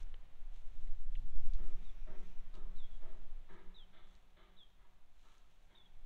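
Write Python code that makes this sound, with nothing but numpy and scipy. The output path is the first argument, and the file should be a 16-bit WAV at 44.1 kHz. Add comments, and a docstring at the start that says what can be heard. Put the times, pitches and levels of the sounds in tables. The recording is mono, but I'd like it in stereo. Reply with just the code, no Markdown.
"""A walk on a wooden boardwalk by the shore, heard on the left channel only, over a wash of far water.
First, clothes rustle and tick and the grip squeaks as a gust builds and buffets the microphone.
From 1.6 s, as the wind drops, ten evenly paced steps boom through planks and joists, each with a
sandy scuff. A bird joins in with thin, falling whistles that scatter off the deck and railings.
From about 4 s the steps grow lighter, leaving mostly the scuff of the soles."""
import sys
import numpy as np
from scipy import signal
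from scipy.fft import rfft
from scipy.io import wavfile
from scipy.ndimage import uniform_filter1d

SR = 44100
rng = np.random.default_rng(int(sys.argv[2]) if len(sys.argv) > 2 else 0)


def bounce(signal):
    """Save signal as a 16-bit WAV file at the path given by the first command-line argument."""
    frames = np.transpose(np.atleast_2d(signal))
    limited = np.clip(frames, -1, 1)
    pcm = np.round(limited * 32767).astype(np.int16)
    wavfile.write(sys.argv[1], SR, pcm)


N = 267113
TIME = np.arange(N) / SR

# footfalls, with relative levels: (time [s], weight on the frame [dB], plank knock [dB],
# hollow ring [dB], scuff [dB], scuff centre [Hz], scuff focus [dB/octave^2], sand [dB])
FOOTFALLS = [(1.578, -65.5, -55.5, -67.5, -63.5, 1370, 7, -84),
             (2.067, -62.5, -56.5, -60.5, -60.5, 1440, 9, -79), (2.535, -65, -60, -68, -61.5, 940, 33, -73),
             (3.017, -67.5, -63.5, -57, -61, 1250, 5.5, -76),
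             (3.489, -64, -60, -74, -55.5, 1310, 7.5, -71.5),
             (3.929, -74.5, -75, -68.5, -58.5, 1590, 0, -70.5),
             (4.364, -73.5, -74, -68, -60, 1630, 2.5, -70.5), (4.785, -84.5, -88, -81, -66, 1260, 13, -80),
             (5.235, -90, -72.5, -84, -63.5, 1120, 31, -75), (5.69, -78, -70, -91, -64, 1480, -4, -85)]
# the deck's deepest ring, two close modes that beat slowly: (frequency [Hz], t60 [s])
JOIST_MODES = [(178.7, 1.2), (183.7, 1.3)]
# higher ringing of the planks: (frequency [Hz], relative level [dB], t60 [s])
PLANK_MODES = [(208.4, 6.5, 0.71), (324.5, 11.5, 0.36), (346.7, 10.5, 0.64), (393, 10, 0.83),
               (481.6, -0.5, 0.8), (622, -1, 0.63), (664, -9, 0.94), (744, -5, .8), (921, 1, 0.77),
               (1093, -11.5, 1), (1330, -9, 1), (1585, -7.5, 0.69), (1760, -6.5, 0.54)]
# tone of the plank knock, trodden board, sole scuff and sand: (frequency [Hz], gain [dB])
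KNOCK_EQ = [(90, -7), (170, 7.5), (270, 0), (345, 8), (440, -3), (520, -1), (650, -1), (800, -22),
            (1000, -35), (1800, -10.5), (2800, -46), (6000, -69)]
BOARD_EQ = [(300, -26), (480, -17), (580, -3.5), (625, 4.5), (680, -4.5), (780, -28), (2000, -88)]
SCUFF_EQ = [(300, -28), (900, 3.5), (1120, 2), (1300, 3), (1480, -6), (1650, 1.5), (2150, 1), (2700, -13),
            (3300, 2.5), (4000, -11), (4700, -27), (6500, -43), (12000, -52)]
SAND_EQ = [(2300, -22), (3100, -2.5), (3950, 2.5), (4500, -20), (7000, -47)]

# wind strength, one strong gust that dies down: (time [s], relative level [dB])
WIND_STRENGTH = [(0, -52.5), (.28, -63), (.4, -59), (.57, -60.5), (.69, -52), (1.0, -55), (1.17, -47),
                 (1.38, -44), (1.55, -48), (1.75, -55), (2.25, -56.5), (2.85, -57.5), (3.05, -60),
                 (3.3, -59), (3.55, -61.5), (4.2, -68), (5.9, -67), (6.05, -59)]
# single eddies hitting the microphone: (time [s], width [s], peak [dB])
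WIND_BUFFETS = [(.04, .012, -31), (.775, .013, -32), (1.18, .012, -27), (1.37, .0095, -26),
                (1.552, .007, -31)]
# hollow puffs of air across the microphone port: (time [s], length [s], level [dB])
PORT_PUFFS = [(0, 0.076, -65.5), (0.711, 0.21, -65.5), (1.139, 0.19, -64), (1.803, 0.039, -59.5)]
# tone of the wind's slow pressure, its flutter and its puffs: (frequency [Hz], gain [dB])
PRESSURE_EQ = [(2, -3), (6, 10.5), (13, -5.5), (20, -2.5), (32, -34), (90, -101)]
FLUTTER_EQ = [(12, -17), (24, 4), (35, 2), (62, -7.5), (85, -17), (125, -22), (250, -44.5), (500, -59),
              (1500, -100)]
PUFF_EQ = [(80, -21), (210, 7), (270, 0.5), (350, -7.5), (900, -45)]

# bird notes: (time [s], length [s], top pitch [Hz], final pitch [Hz], sag of the slide [exponent],
# direct level [dB], near scatter [dB], far tail [dB])
BIRD_NOTES = [(1.822, .1, 3980, 3330, 1.4, -74, -72, -80), (2.756, .125, 4100, 3310, 2.9, -65, -71, -71),
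              (3.739, .108, 3990, 3100, 1.6, -59, -68.5, -73),
              (4.562, .107, 3900, 3190, 2.6, -61, -67.5, -73),
              (5.746, .098, 3800, 3410, 2.5, -63, -68, -75), (5.849, .022, 3350, 3000, 1, -69, -74, -80)]

# ticks of clothing and grit: (time [s], relative level [dB], pitch [Hz], t60 [s], low-pass [Hz])
CLOTHING_TICKS = [(0.0312, -51.5, 5900, 0.006, 12000), (0.1418, -40, 2960, 0.013, 3300),
                  (0.1416, -50, 458, 0.029, 2220), (.874, -53, 2150, 0.016, 4000),
                  (1.3575, -55.5, 3830, 0.016, 8000), (1.5354, -42.5, 4630, .006, 13000),
                  (1.548, -51, 4200, 0.009, 5000), (2.5417, -52.5, 3800, 0.009, 9500),
                  (2.5527, -51, 2860, 0.022, 9600), (4.152, -53.5, 4000, 0.011, 8500),
                  (5.381, -56.5, 6400, 0.016, 9000)]
# squeaks of the grip: (time [s], length [s], first pitch [Hz], last pitch [Hz], peak [dB])
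GRIP_SQUEAKS = [(1.15, 0.0081, 4280, 1680, -51.5), (1.151, 0.016, 4220, 2650, -54)]
# sleeve and jacket brushing as the body moves: (middle [s], length [s], level [dB])
SLEEVE_BRUSHES = [(0.006, 0.059, -64.5), (0.575, 0.15, -71), (0.833, 0.63, -74), (1.168, 0.21, -71.5),
                  (1.567, 1, -73.5), (2.258, 0.18, -71), (2.563, 0.073, -70), (2.91, 0.96, -77.5),
                  (3.537, .05, -72), (4.132, 0.17, -73.5), (5.291, 0.34, -70), (5.577, 0.58, -77)]
# tone of the ticks and of rubbing cloth: (frequency [Hz], gain [dB])
TICK_EQ = [(200, -14), (1000, -10), (2000, -5), (3700, 0), (4500, 0), (5300, -6), (6500, -3), (10000, -16),
           (15000, -27)]
CLOTH_EQ = [(500, -3), (1500, -1.5), (3650, 2.5), (4200, -1), (4900, -9), (6300, -3.5), (7800, -9),
            (10000, -17), (15000, -24.5)]

# tone of the distant sea and breeze, and of a thin hiss: (frequency [Hz], gain [dB])
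SHORE_EQ = [(60, 5), (130, 2), (350, -6.5), (700, -4), (1200, -8.5), (2500, -11.5), (3600, -14),
            (4900, -25.5), (6400, -25.5), (9500, -33.5), (15000, -39.5)]
THIN_HISS_EQ = [(1500, -22), (2450, 3), (3000, -9), (4500, -18), (5900, -6.5), (6900, -27), (12000, -24)]
# fader moves for those two beds: (time [s], level [dB])
SHORE_FADER = [(0, -63.5), (1.2, -69), (1.7, -64), (3.5, -65.5), (5, -71), (6.06, -68.5)]
THIN_HISS_FADER = [(1.2, -100), (1.45, -76.5), (2.3, -72), (2.6, -89), (3.65, -102)]


def footsteps(boom_db=10, ring_db=1, scuff_trim_db=1, blur_t60=0.78, board_t60=0.67):
    """Each footfall booms in the joists and rings the planks while the sole scuffs over sandy wood."""
    out, t = np.zeros(N), np.arange(SR) / SR
    hz, db, t60 = np.transpose(PLANK_MODES)[:, :, None]
    spot_db, detune, build_cycles = 1.2, .002, 18
    boom = sum(np.sin(2 * np.pi * f * t) * swell(t, 0.087, decay) for f, decay in JOIST_MODES)
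    for s, weight_db, knock_db, hollow_db, scuff_db, centre_hz, focus_db, sand_db in FOOTFALLS:
        # each spot on the deck favours and bends other modes
        louder, sharper, phase = rng.standard_normal((3, *hz.shape))
        modes = np.sin(2 * np.pi * (hz * (1 + detune * sharper) * t + phase))
        ring = (gain_of(db + spot_db * louder) * modes * swell(t, build_cycles / hz, t60)).sum(0)
        frame = gain_of(weight_db) * (gain_of(boom_db) * boom + gain_of(ring_db) * ring)
        knock = gain_of(knock_db) * equalise(noise(SR), KNOCK_EQ) * swell(t, 0.015, blur_t60)
        hollow = gain_of(hollow_db) * equalise(noise(SR), BOARD_EQ) * swell(t, 0.0053, board_t60)
        # the heel lands at once, softer on light steps, then the sole rolls down
        heel = np.interp(weight_db, [-80, -66], [.1, .5])
        tread = heel * swell(t, 0.0025, 0.13) + swell(t, 0.028, blur_t60)
        scuff = equalise(board_noise(SR), SCUFF_EQ, centre_hz, focus_db) * tread
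        sand = gain_of(sand_db) * equalise(board_noise(SR), SAND_EQ) * tread
        add(out, s, frame + knock + hollow + sand + gain_of(scuff_db + scuff_trim_db) * scuff)
    return out


def board_noise(size, width_hz=110, depth_db=3.2):
    """Friction noise through one board's own uneven set of broad resonances."""
    spectrum = rfft(noise(size))
    bumps = uniform_filter1d(noise(len(spectrum)), round(width_hz * size / SR))
    return np.fft.irfft(spectrum * gain_of(depth_db * np.clip(unit_rms(bumps), -2, 2)), size)


def wind(ceiling_db=-22, knee_db=-57, steepness=2.45, flutter_db=4, gusty_db=1.8):
    """Wind strength drives slow pressure swings and faster eddies; puffs cross the microphone port."""
    strength = fader(WIND_STRENGTH)
    push = gain_of(ceiling_db) / (1 + (gain_of(knee_db) / strength) ** steepness)  # flattens past the knee
    pressure = equalise(noise(N), PRESSURE_EQ) * push
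    flutter = equalise(noise(N), FLUTTER_EQ) * strength * gain_of(gusty_db * drift(N, 12))
    out = pressure + buffets() + gain_of(flutter_db) * flutter
    for s, length, db in PORT_PUFFS:
        fade = signal.windows.tukey(round(length * SR), .7)
        add(out, s, gain_of(db) * fade * equalise(noise(SR), PUFF_EQ)[:len(fade)])
    return out * signal.windows.tukey(N, .008)


def buffets():
    """Each large eddy is one push on the microphone between two shallow dips."""
    out = np.zeros(N)
    for s, width, db in WIND_BUFFETS:
        u = (TIME - s) / width
        out += gain_of(db) * (1 - u ** 2) * np.exp(-u ** 2 / 2)
    return out


def bird(echoes_per_s=2000):
    """Deck and railings scatter the whistles; the shore returns a faint, longer tail."""
    out, t = np.zeros(N), np.arange(SR // 2) / SR
    near_tail, far_tail = swell(t, 0.0016, t60=.08), swell(t, .008, t60=.65)
    for s, length, top_hz, final_hz, sag, direct_db, near_db, far_db in BIRD_NOTES:
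        note = whistle(length, top_hz, final_hz, sag)
        add(out, s, gain_of(direct_db) * note)
        for db, tail in (near_db, near_tail), (far_db, far_tail):
            echoes = noise(len(t)) * (rng.random(len(t)) < echoes_per_s / SR) * tail
            add(out, s, gain_of(db) * signal.fftconvolve(note, echoes / np.linalg.norm(echoes)))
    return out


def whistle(length, top_hz, final_hz, sag, start_hz=2950, flick_s=.013, flutter_db=3.2, waver=.0055):
    """A near-pure, fluttering note that flicks up, then slides down."""
    t = np.arange(round(length * SR)) / SR
    slide = final_hz + (top_hz - final_hz) * np.clip((length - t) / (length - flick_s), 0, 1) ** sag
    scoop = (top_hz - start_hz) * (1 - np.sin(np.pi / 2 * np.minimum(t / flick_s, 1)))
    hz = (slide - scoop) * (1 + waver * drift(len(t), 200))
    envelope = (.75 + np.sin(np.pi * t / length) ** 2) * signal.windows.tukey(len(t), .12)
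    flutter = gain_of(flutter_db * drift(len(t), 72))
    return unit_rms(envelope * flutter * np.sin(2 * np.pi * np.cumsum(hz) / SR))


def ticks(focus_db=2):
    """Clothing and grit click up close: a snap, then a tiny ping in a crackle; some dull, some crisp."""
    out, t = np.zeros(N), np.arange(4096) / SR
    for s, db, hz, t60, lowpass_hz in CLOTHING_TICKS:
        pulse = equalise(signal.unit_impulse(len(t), 24), TICK_EQ, hz, focus_db)
        snap = 1.7 * pulse / pulse.max() * (t < t[-1] / 2)
        ping = .7 * np.sin(2 * np.pi * hz * t)
        crackle = .4 * equalise(noise(len(t)), TICK_EQ, hz, focus_db)
        click = snap + (ping + crackle) * swell(t, .0002, t60)
        lowpass = signal.butter(6, lowpass_hz, fs=SR, output="sos")
        add(out, s, gain_of(db) * signal.sosfilt(lowpass, click))
    return out


def squeaks():
    """The grip slips for a few milliseconds, its pitch dropping."""
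    out = np.zeros(N)
    for s, length, first_hz, last_hz, db in GRIP_SQUEAKS:
        u = np.linspace(0, 1, round(length * SR))
        hz = last_hz + (first_hz - last_hz) * (1 - u) ** 2
        add(out, s, gain_of(db) * np.sin(np.pi * u) * np.sin(2 * np.pi * np.cumsum(hz) / SR))
    return out


def cloth(smooth_rub=0.48, catches_per_s=700, spread_db=4.8):
    """Fibres catch and let go in many tiny grains over a smooth rubbing hiss."""
    catches = rng.random(N) < catches_per_s / SR
    grains = catches * gain_of(spread_db * np.minimum(rng.exponential(1, N), 3))
    return equalise(noise(N) * (smooth_rub + grains), CLOTH_EQ) * rubbing()


def rubbing(rustle_db=-82, rise_from_s=1.9, rise_db_per_s=0.5):
    """How hard the cloth rubs: brushes swell and fade over a light rustle that slowly creeps up."""
    power = gain_of(rustle_db + rise_db_per_s * np.maximum(TIME - rise_from_s, 0)) ** 2
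    for s, length, db in SLEEVE_BRUSHES:
        arch = np.cos(np.pi * np.clip((TIME - s) / length, -.5, .5))
        power += (gain_of(db) * arch) ** 2
    return np.sqrt(power)


def shore():
    """A soft bed of far water and breeze."""
    return equalise(noise(N), SHORE_EQ) * fader(SHORE_FADER)


def thin_hiss(waver_db=1.6):
    """A narrow hiss swells behind the first steps, wavering a little."""
    return equalise(noise(N), THIN_HISS_EQ) * fader(THIN_HISS_FADER) * gain_of(waver_db * drift(N, 13))


def far_tone(hz=737, width_hz=9, db=-85):
    """A faint, wavering tone hangs in the distance."""
    band = 1 + ((np.fft.rfftfreq(N, 1 / SR) - hz) / width_hz) ** 2
    return gain_of(db) * unit_rms(np.fft.irfft(rfft(noise(N)) / band, N))


def gain_of(db):
    """Decibels to amplitude."""
    return 10 ** (np.asarray(db) / 20)


def unit_rms(x):
    """Scales to rms 1."""
    return x / np.sqrt(np.mean(x ** 2) + 1e-30)


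def noise(size):
    """White noise."""
    return rng.standard_normal(size)


def fader(points):
    """A level curve in dB as a gain for every sample."""
    return gain_of(np.interp(TIME, *np.transpose(points)))


def add(mix, s, sound):
    """Mixes a sound in at time s."""
    part = mix[max(round(s * SR), 0):][:len(sound)]
    part += sound[:len(part)]


def equalise(x, curve, centre_hz=1000, focus_db=0):
    """Applies an EQ curve; a positive focus favours the octaves near the centre. Returns rms 1."""
    hz = np.fft.rfftfreq(len(x), 1 / SR)
    curve_hz, curve_db = np.transpose(curve)
    db = np.interp(np.log(hz + 1), np.log(curve_hz + 1), curve_db)
    db -= max(focus_db, 0) * np.log2((hz + 1) / centre_hz) ** 2
    return unit_rms(np.fft.irfft(rfft(x) * gain_of(db), len(x)))


def drift(size, rate_hz):
    """Smooth random wandering, rms about 1."""
    hz = np.fft.rfftfreq(N, 1 / SR)
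    return unit_rms(np.fft.irfft(rfft(noise(N)) / (1 + (hz / rate_hz) ** 4), N))[:size]


def swell(t, attack_s, t60):
    """A soft attack and an exponential decay."""
    return (1 - np.exp(-t / attack_s)) * gain_of(-60 * t / t60)


def scene(hiss_db=-84):
    """Everything reaches one microphone, on the left channel, over its own steady hiss."""
    mono = footsteps() + ticks() + squeaks() + bird() + wind() + shore() + cloth()
    mono += thin_hiss() + far_tone() + gain_of(hiss_db) * noise(N)
    return np.array([mono, np.zeros(N)])


def record(dry, cutoff_hz=15750):
    """The recorder's band limit shaves off the top treble."""
    lowpass = signal.firwin(511, cutoff_hz, window=("kaiser", 9), fs=SR)
    return signal.oaconvolve(dry, lowpass[None], "same")


dry = scene()
out = record(dry)
bounce(out)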